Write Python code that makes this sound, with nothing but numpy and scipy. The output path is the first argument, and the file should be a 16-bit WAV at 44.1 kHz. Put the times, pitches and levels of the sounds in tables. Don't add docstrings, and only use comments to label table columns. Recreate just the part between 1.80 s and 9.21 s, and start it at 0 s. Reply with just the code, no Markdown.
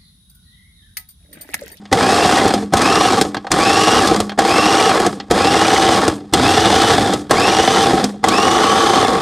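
import sys
import numpy as np
from scipy import signal
from scipy.fft import rfft, irfft
from scipy.io import wavfile
from scipy.ndimage import uniform_filter1d

SR = 44100
rng = np.random.default_rng(int(sys.argv[2]) if len(sys.argv) > 2 else 0)


def transcribe(signal):
    frames = np.atleast_2d(signal).T
    limited = np.clip(frames, -1, 1)
    pcm = np.round(limited * 32767).astype(np.int16)
    wavfile.write(sys.argv[1], SR, pcm)


N = 326781
TIME = np.arange(N) / SR
CUTOFF_HZ = 15900
MESH_PER_TURN = 27

# on t/s, off t/s, gear whine at full speed f/Hz, whine level before a common trim/dB,
#   extra ring of the wall (gain), extra ring of the lid (gain), tumbling of the ice after release t/s,
#   extra rumble/dB, extra crackle/dB
PRESS_TABLE = [(0.111, 0.575, 2940, -25, 0.041, .05, 0.17, 0.5, -1),
               (0.921, 1.277, 3052, -20.5, 1.3, .05, 0.12, -0.5, -.8),
               (1.702, 2.191, 2990, -19, 1.5, 0.055, 0.17, -0.5, 0),
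               (2.573, 3.08, 3000, -20, 0.69, .05, 0.18, -5.5, -1),
               (3.497, 4.131, 3090, -21.5, 0.092, 0.33, 0.14, 2, -1),
               (4.523, 5.12, 3120, -21, 0.042, 0.9, .2, 5.5, 0.75),
               (5.492, 6.027, 3160, -18.5, 0.047, 0.55, 0.19, 0.5, -0.8),
               (6.428, 7.218, 3170, -20, 1.6, 0.65, .2, -3, -2.35)]
# level at full speed/dB, change towards standstill/dB,
#   linger after the tumbling t/s, fall after that/(dB/s), level at rest/dB
CRACKLE_REGISTER = (-19.1, -12.5, 0, 170, -58)


def from_db(db):
    return 10 ** (np.asarray(db) / 20)


def rms_one(x):
    return x / np.sqrt(np.mean(x ** 2) + 1e-20)


def at_hz(points, hz):
    table_hz, value = np.array(points).T
    return np.interp(np.log(hz + 1e-9), np.log(table_hz), value)


def passed(x, hz, kind, order=2):
    sections = signal.butter(order, hz, kind, fs=SR, output="sos")
    return signal.sosfilt(sections, x + 1e-18)


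def drift(rate):
    knots = np.arange(0, TIME[-1] + 1, 1 / rate)
    return rms_one(np.interp(TIME, knots, rng.standard_normal(len(knots))))


def steadied(x, window_s):
    size = int(window_s * SR)
    power = uniform_filter1d(uniform_filter1d(x ** 2, size), size)
    return x / np.sqrt(np.abs(power) + 1e-12)


def rough_tone(hz, shakes_per_s):
    phase = 2 * np.pi * np.cumsum(hz) / SR
    return np.sin(phase) * drift(shakes_per_s) + np.cos(phase) * drift(shakes_per_s)


def churn(bowl, pitch, speed, press, snow_hz=6000, soft_hz=170):
    # level at full speed/dB, change towards standstill/dB,
    #   linger after the tumbling t/s, fall after that/(dB/s), level at rest/dB
    rumble_register = (-32.8, 3.5, -0.07, 103, -51)
    thud_register = (-18, -3.5, 0, 112, -50)
    clatter_register = (-14, -8.5, 0, 195, -50.5)
    snow_register = (-32, -14, .09, 380, -73)
    wall_band_hz, lid_band_hz = [1090, 1220], [3400, 3750]
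    heave_depth_db, heaves_per_s, thud_heave_share = 1.65, 11, 0.2

    body = signal.oaconvolve(ice(pitch, speed) + growl(pitch, speed), bowl)[:N]
    low, clatter, crackle = registers(body)
    rumble = passed(low, 150, "low", order=4)
    thud = passed(low, 146, "high", order=4)
    soft_thud = passed(thud, soft_hz, "low", order=1)
    thud = soft_thud * (1 - speed) + thud * speed

    *_, wall_ring, lid_ring, _, rumble_db, crackle_db = np.array(PRESS_TABLE)[press].T
    clatter = clatter + wall_ring * passed(clatter, wall_band_hz, "band", order=1)
    crackle = crackle + lid_ring * passed(crackle, lid_band_hz, "band", order=1)

    hiss = rng.standard_normal(N)
    snow = passed(signal.oaconvolve(hiss, bowl)[:N], snow_hz, "high")
    heave_db = heave_depth_db * drift(heaves_per_s)
    layers = [(rumble, rumble_register, rumble_db + heave_db),
              (thud, thud_register, thud_heave_share * heave_db),
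              (clatter, clatter_register, 0),
              (crackle, CRACKLE_REGISTER, crackle_db),
              (snow, snow_register, crackle_db)]
    mix = 0
    for layer, register, extra_db in layers:
        mix = mix + churn_level(register, extra_db, speed, press) * steadied(layer, 0.064)
    return mix


def ice(pitch, speed, lumps_per_s=280, idle_per_s=110, spread_db=5.5,
        chips_per_s=2000, chip_spread_db=5.0, chips_db=-15, sweep_db=3, count=10):
    turns_per_s = pitch / MESH_PER_TURN * (1 + 0.23 * drift(25))
    sweep = np.sin(2 * np.pi * np.cumsum(turns_per_s) / SR)
    surge = from_db(sweep_db * sweep * speed)

    lump_hits = rng.random(N) < (idle_per_s + lumps_per_s * speed) / SR
    lumps = lump_hits * from_db(spread_db * np.clip(rng.standard_normal(N), -2, 2))
    chip_hits = rng.random(N) < chips_per_s / SR
    chips = chip_hits * from_db(chips_db + chip_spread_db * np.minimum(rng.exponential(1, N), 4))

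    sign, spot = rng.choice([-1, 1], N), rng.integers(0, count, N)
    wall = 0
    for k in range(count):
        here = surge * sign * (spot == k)
        lump_force = passed(lumps * here, 5900, "low", order=1)
        chip_force = passed(chips * here, 1400, "high", order=1)
        wall = wall + signal.oaconvolve(lump_force + chip_force, impact())[:N]
    return steadied(wall, 0.13)


def impact(crack=0.49, room_db=-15, room_t60=0.45, size=8192, count=10):
    # f/Hz, fall by 60 dB t/s
    ring_times = [(100, 0.051), (700, 0.039), (2500, 0.051), (10000, 0.022)]
    t, edges, out = TIME[:size], np.geomspace(30, CUTOFF_HZ, count), np.zeros(size)
    room = from_db(room_db) * rms_one(from_db(-60 * t / room_t60))
    for low, high in zip(edges, edges[1:]):
        t60 = at_hz(ring_times, np.sqrt(low * high))
        decay = rms_one(from_db(-60 * t / t60)) + room
        noise = rng.standard_normal(size) * decay
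        out += passed(noise, [low, high], "band") / np.sqrt(size)
    out[0] += crack
    return out


def growl(pitch, speed, growl_db=-16, coast_db=8.5):
    # multiple of the shaft's turning rate, level among the orders/dB
    shaft_orders = [(1, -8), (3, -1.5), (4, -2), (7, -2), (8, -3), (12, -1), (18, -1), (27, 0)]
    shaft = pitch / MESH_PER_TURN
    orders = 0
    for multiple, level_db in shaft_orders:
        orders = orders + from_db(level_db) * rough_tone(multiple * shaft, 22 + 3 * multiple)
    return from_db(growl_db + coast_db * (1 - speed)) * np.sqrt(speed) * rms_one(orders)


def bowl_response(size=8192):
    # f/Hz, relative level/dB
    colour = [(18, -70), (30, -16.5), (100, -6.5), (157, -9), (198, -7), (232, -6.5), (326, -0.5),
              (629, -7), (775, -5.5), (982, -7), (1150, -8.5), (2210, -15.5), (5690, -18), (8660, -19.5),
              (15800, -48)]
    # centre f/Hz, width f/Hz, lift/dB
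    resonances = [(114, 9.5, 1.5), (197.5, 26.5, 6), (256, 17, 6), (331, 63, 3.5), (460, 56, 6),
                  (715, 29, 5.5), (781, 89, 10.5), (1079, 22, 7), (1132, 11.4, 8.5), (1187, 16, 5),
                  (1283, 28, 7), (1655, 26, 6), (2000, 28, 3.5), (2780, 27, 3), (3248, 57, 9),
                  (3502, 107, 8), (3865, 61, 6), (4285, 270, 6.5), (4965, 320, 5.5), (5650, 140, 3.5),
                  (8400, 430, 1), (11140, 790, 4.5)]
    hz = np.arange(size // 2 + 1) * SR / size
    level_db = at_hz(colour, hz)
    for centre, width, lift_db in resonances:
        level_db = level_db + lift_db / (1 + (2 * (hz - centre) / width) ** 2)
    cepstrum = irfft(np.log(from_db(level_db)))[:size // 2]
    cepstrum[0] = 0
    return irfft(np.exp(rfft(2 * cepstrum, size)))[:size // 2]


def registers(x, thud_hz=550, crack_hz=1900):
    thud = passed(x, thud_hz, "low", order=4)
    clatter = passed(x, [thud_hz, crack_hz], "band", order=4)
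    crackle = passed(x, crack_hz, "high", order=4)
    return thud, clatter, crackle


def churn_level(register, extra_db, speed, press, pick_up_s=0.0051):
    full_db, slow_db, linger_s, fall_db_per_s, rest_db = register
    on, off, tumble_s = np.array(PRESS_TABLE)[:, [0, 1, 6]].T
    since_on = np.maximum(TIME - on[press], 0)
    pick_up = 1 - np.exp(-(since_on / pick_up_s) ** 2)
    settled_s = np.maximum(TIME - (off + tumble_s + linger_s)[press], 0)
    level_db = full_db + extra_db + slow_db * (1 - speed) - fall_db_per_s * settled_s
    return np.hypot(pick_up * from_db(level_db), from_db(rest_db))


def motor(spin_up_s=.048, loosen_s=.29, drag=.2, coast_s=.26, friction=.15):
    on, off, full_hz = np.array(PRESS_TABLE)[:, :3].T
    press = np.maximum(np.searchsorted(on, TIME) - 1, 0)
    powered = np.clip(TIME - on[press], 0, (off - on)[press])
    coasting = np.maximum(TIME - off[press], 0)
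    driven = 1 - (1 - drag) * np.exp(-powered / spin_up_s) - drag * np.exp(-powered / loosen_s)
    run_down = (1 + friction) * np.exp(-coasting / coast_s) - friction
    speed = np.maximum(driven * run_down, 0)
    return full_hz[press] * speed, speed, press


def whine(pitch, speed, press, housing_hz=2580, housing_width_hz=560,
          octave_db=-4, whine_db=-3, unload_s=0.032):
    off, _, level_db = np.array(PRESS_TABLE)[press, 1:4].T
    load = np.exp(-np.maximum(TIME - off, 0) / unload_s)
    housing = 1 / np.sqrt(1 + (2 * (pitch - housing_hz) / housing_width_hz) ** 2)
    shaken = pitch * (1 + .012 * drift(60))
    mesh, octave = rough_tone(shaken, 260), rough_tone(2 * shaken, 580)
    gain = from_db(level_db + whine_db) * load * speed * housing
    return gain * (mesh + from_db(octave_db) * octave)


def blows(bowl, thud_db=-7, clatter_db=-9, crack_db=-7, ring_db=-14, ring_t60=0.037,
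          snap=2.5, snap_hz=6500, bite_s=0.00059, size=8192):
    # t/s, strength/dB, thud re strength before trim/dB,
    #   crack re strength before trim/dB, ringing pitch f/Hz
    cube_blows = [(0.054, -36.5, -16, 2, 2040), (0.127, 0.5, -4.5, -7.5, 2000), (0.653, -12, 8, -17, 1940),
                  (0.679, -18.5, -14, 3.5, 1900), (0.738, -16, 10, 3, 3170), (0.793, -24, 2, -24, 1640),
                  (0.826, -25, 11, -8, 1620), (0.936, -0.5, -3, -8.5, 1500), (0.97, -13.5, -17, 2.5, 3300),
                  (1.017, -16.5, -5, 3.5, 2400), (1.342, -14, 4, -17, 1430), (1.355, -19, 0, -0.5, 1600),
                  (1.412, -7, 3, 1, 1540), (1.45, -23, 10, -3, 6740), (1.545, -12, -10, -7.5, 1520),
                  (1.568, -15.5, -3.5, -5, 1600), (1.645, -19.5, -7, -22, 1550),
                  (1.668, -15, -24, -12, 1520), (1.716, -6.5, -25, 1.5, 6080), (2.273, -19.5, 9, 9.5, 1610),
                  (2.314, -16.5, 13.5, -5, 1610), (2.361, -11.5, -2, -5.5, 2060),
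                  (2.402, -9.5, 1.5, -2.5, 3227), (2.494, -19, -16, -1, 1880),
                  (2.518, -18.5, -12, -11, 1580), (2.589, 1.5, -13, -10.5, 1566),
                  (3.114, -4.5, -20, -19, 4300), (3.199, -12, 6, -4, 1700), (3.264, -6, 0.5, -6.5, 1710),
                  (3.4, -19, -18, -2, 1960), (3.51, -6, 3.5, -4.5, 1880), (4.279, -10, 7.5, -0.5, 1380),
                  (4.536, -4.5, 1, 2, 3340), (5.335, -16.5, 10, 3.5, 1680), (5.509, 1.5, -4.5, -7.5, 1618),
                  (6.133, -14, 10, -19, 3130), (6.241, -17.5, 11.5, 7.5, 5126), (6.44, 1, -29, -13, 2000),
                  (6.485, -13, -23, 4.5, 3220)]
    soft_db, hard_db, soft_hz = -21.5, -13, 5370
    split_s, split_db = 0.0069, -12

    out, t = np.zeros(N + size), TIME[:size]
    bite = 1 - np.exp(-t / bite_s)
    for s, strength_db, weight_db, brittle_db, hz in cube_blows:
        strike = impact(crack=.7, room_db=-16, room_t60=.22)
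        thud, clatter, crack = registers(signal.fftconvolve(strike, bowl)[:size])

        hard = np.clip((strength_db + brittle_db - soft_db) / (hard_db - soft_db), 0, 1)
        bright = crack + snap * passed(crack, snap_hz, "high", order=1)
        dull = passed(crack, soft_hz, "low")
        crack = hard * bright + (1 - hard) * dull
        split_delay = split_s * rng.uniform(.7, 1.5)
        crack = crack + from_db(split_db) * np.interp(t - split_delay, t, crack, left=0)
        ring = np.sin(2 * np.pi * hz * t) * from_db(-60 * t / ring_t60)

        start = int(s * SR)
        layers = [(thud, thud_db + weight_db), (clatter, clatter_db),
                  (crack, crack_db + brittle_db), (ring, ring_db + .5 * brittle_db)]
        for layer, level_db in layers:
            part = layer * bite
            onset_rms = np.std(part[:size // 20])
            out[start:start + size] += from_db(strength_db + level_db) * part / onset_rms
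    return out[:N]


def shards(speed, press, count=420, shard_db=-2, spread_db=4.5,
           low_hz=1500, high_hz=9500, cycles=110, size=4096):
    out, t = np.zeros(N + size), TIME[:size]
    for when, pitch_share, chance in rng.random((count, 3)):
        hz, start = low_hz * (high_hz / low_hz) ** pitch_share, int(when * N)
        ring = np.sin(2 * np.pi * hz * t) * from_db(-60 * t * hz / cycles)
        strength = from_db(-spread_db * np.log(.05 + chance))
        out[start:start + size] += strength * np.sqrt(low_hz / hz) * ring
    return out[:N] * speed * churn_level(CRACKLE_REGISTER, shard_db, speed, press)


def hum(lower_hz=204.4, upper_hz=293, rise_db_per_s=220, fall_db_per_s=91):
    # crest t/s, lower mode level/dB, upper mode re lower/dB
    swells = [(0.0, -33, -13), (0.77, -16.5, -9), (1.49, -25, -2), (2.38, -15.5, -15), (3.28, -25, -6),
              (4.31, -24, 0.5), (5.31, -23.5, 2), (6.24, -16.5, -13)]
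    wobble = 0.0047 * np.cumsum(drift(29.6)) / SR
    phase = 2 * np.pi * (TIME + wobble)
    lower, upper = np.sin(lower_hz * phase), np.sin(upper_hz * phase)
    out = 0
    for s, crest_db, upper_db in swells:
        below_crest_db = np.maximum(rise_db_per_s * (s - TIME), fall_db_per_s * (TIME - s))
        out = out + from_db(crest_db - below_crest_db) * (lower + from_db(upper_db) * upper)
    return out


def scene():
    bowl = bowl_response()
    pitch, speed, press = motor()
    mono = churn(bowl, pitch, speed, press)
    mono = mono + whine(pitch, speed, press)
    mono = mono + blows(bowl)
    mono = mono + shards(speed, press)
    mono = mono + hum()
    return np.array([mono, mono])


def record(dry):
    clipped = dry / (1 + dry ** 8) ** (1 / 8)
    top_cut = signal.ellip(10, .1, 80, CUTOFF_HZ, fs=SR, output="sos")
    return signal.sosfilt(top_cut, clipped)


dry = scene()
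out = record(dry)
transcribe(out)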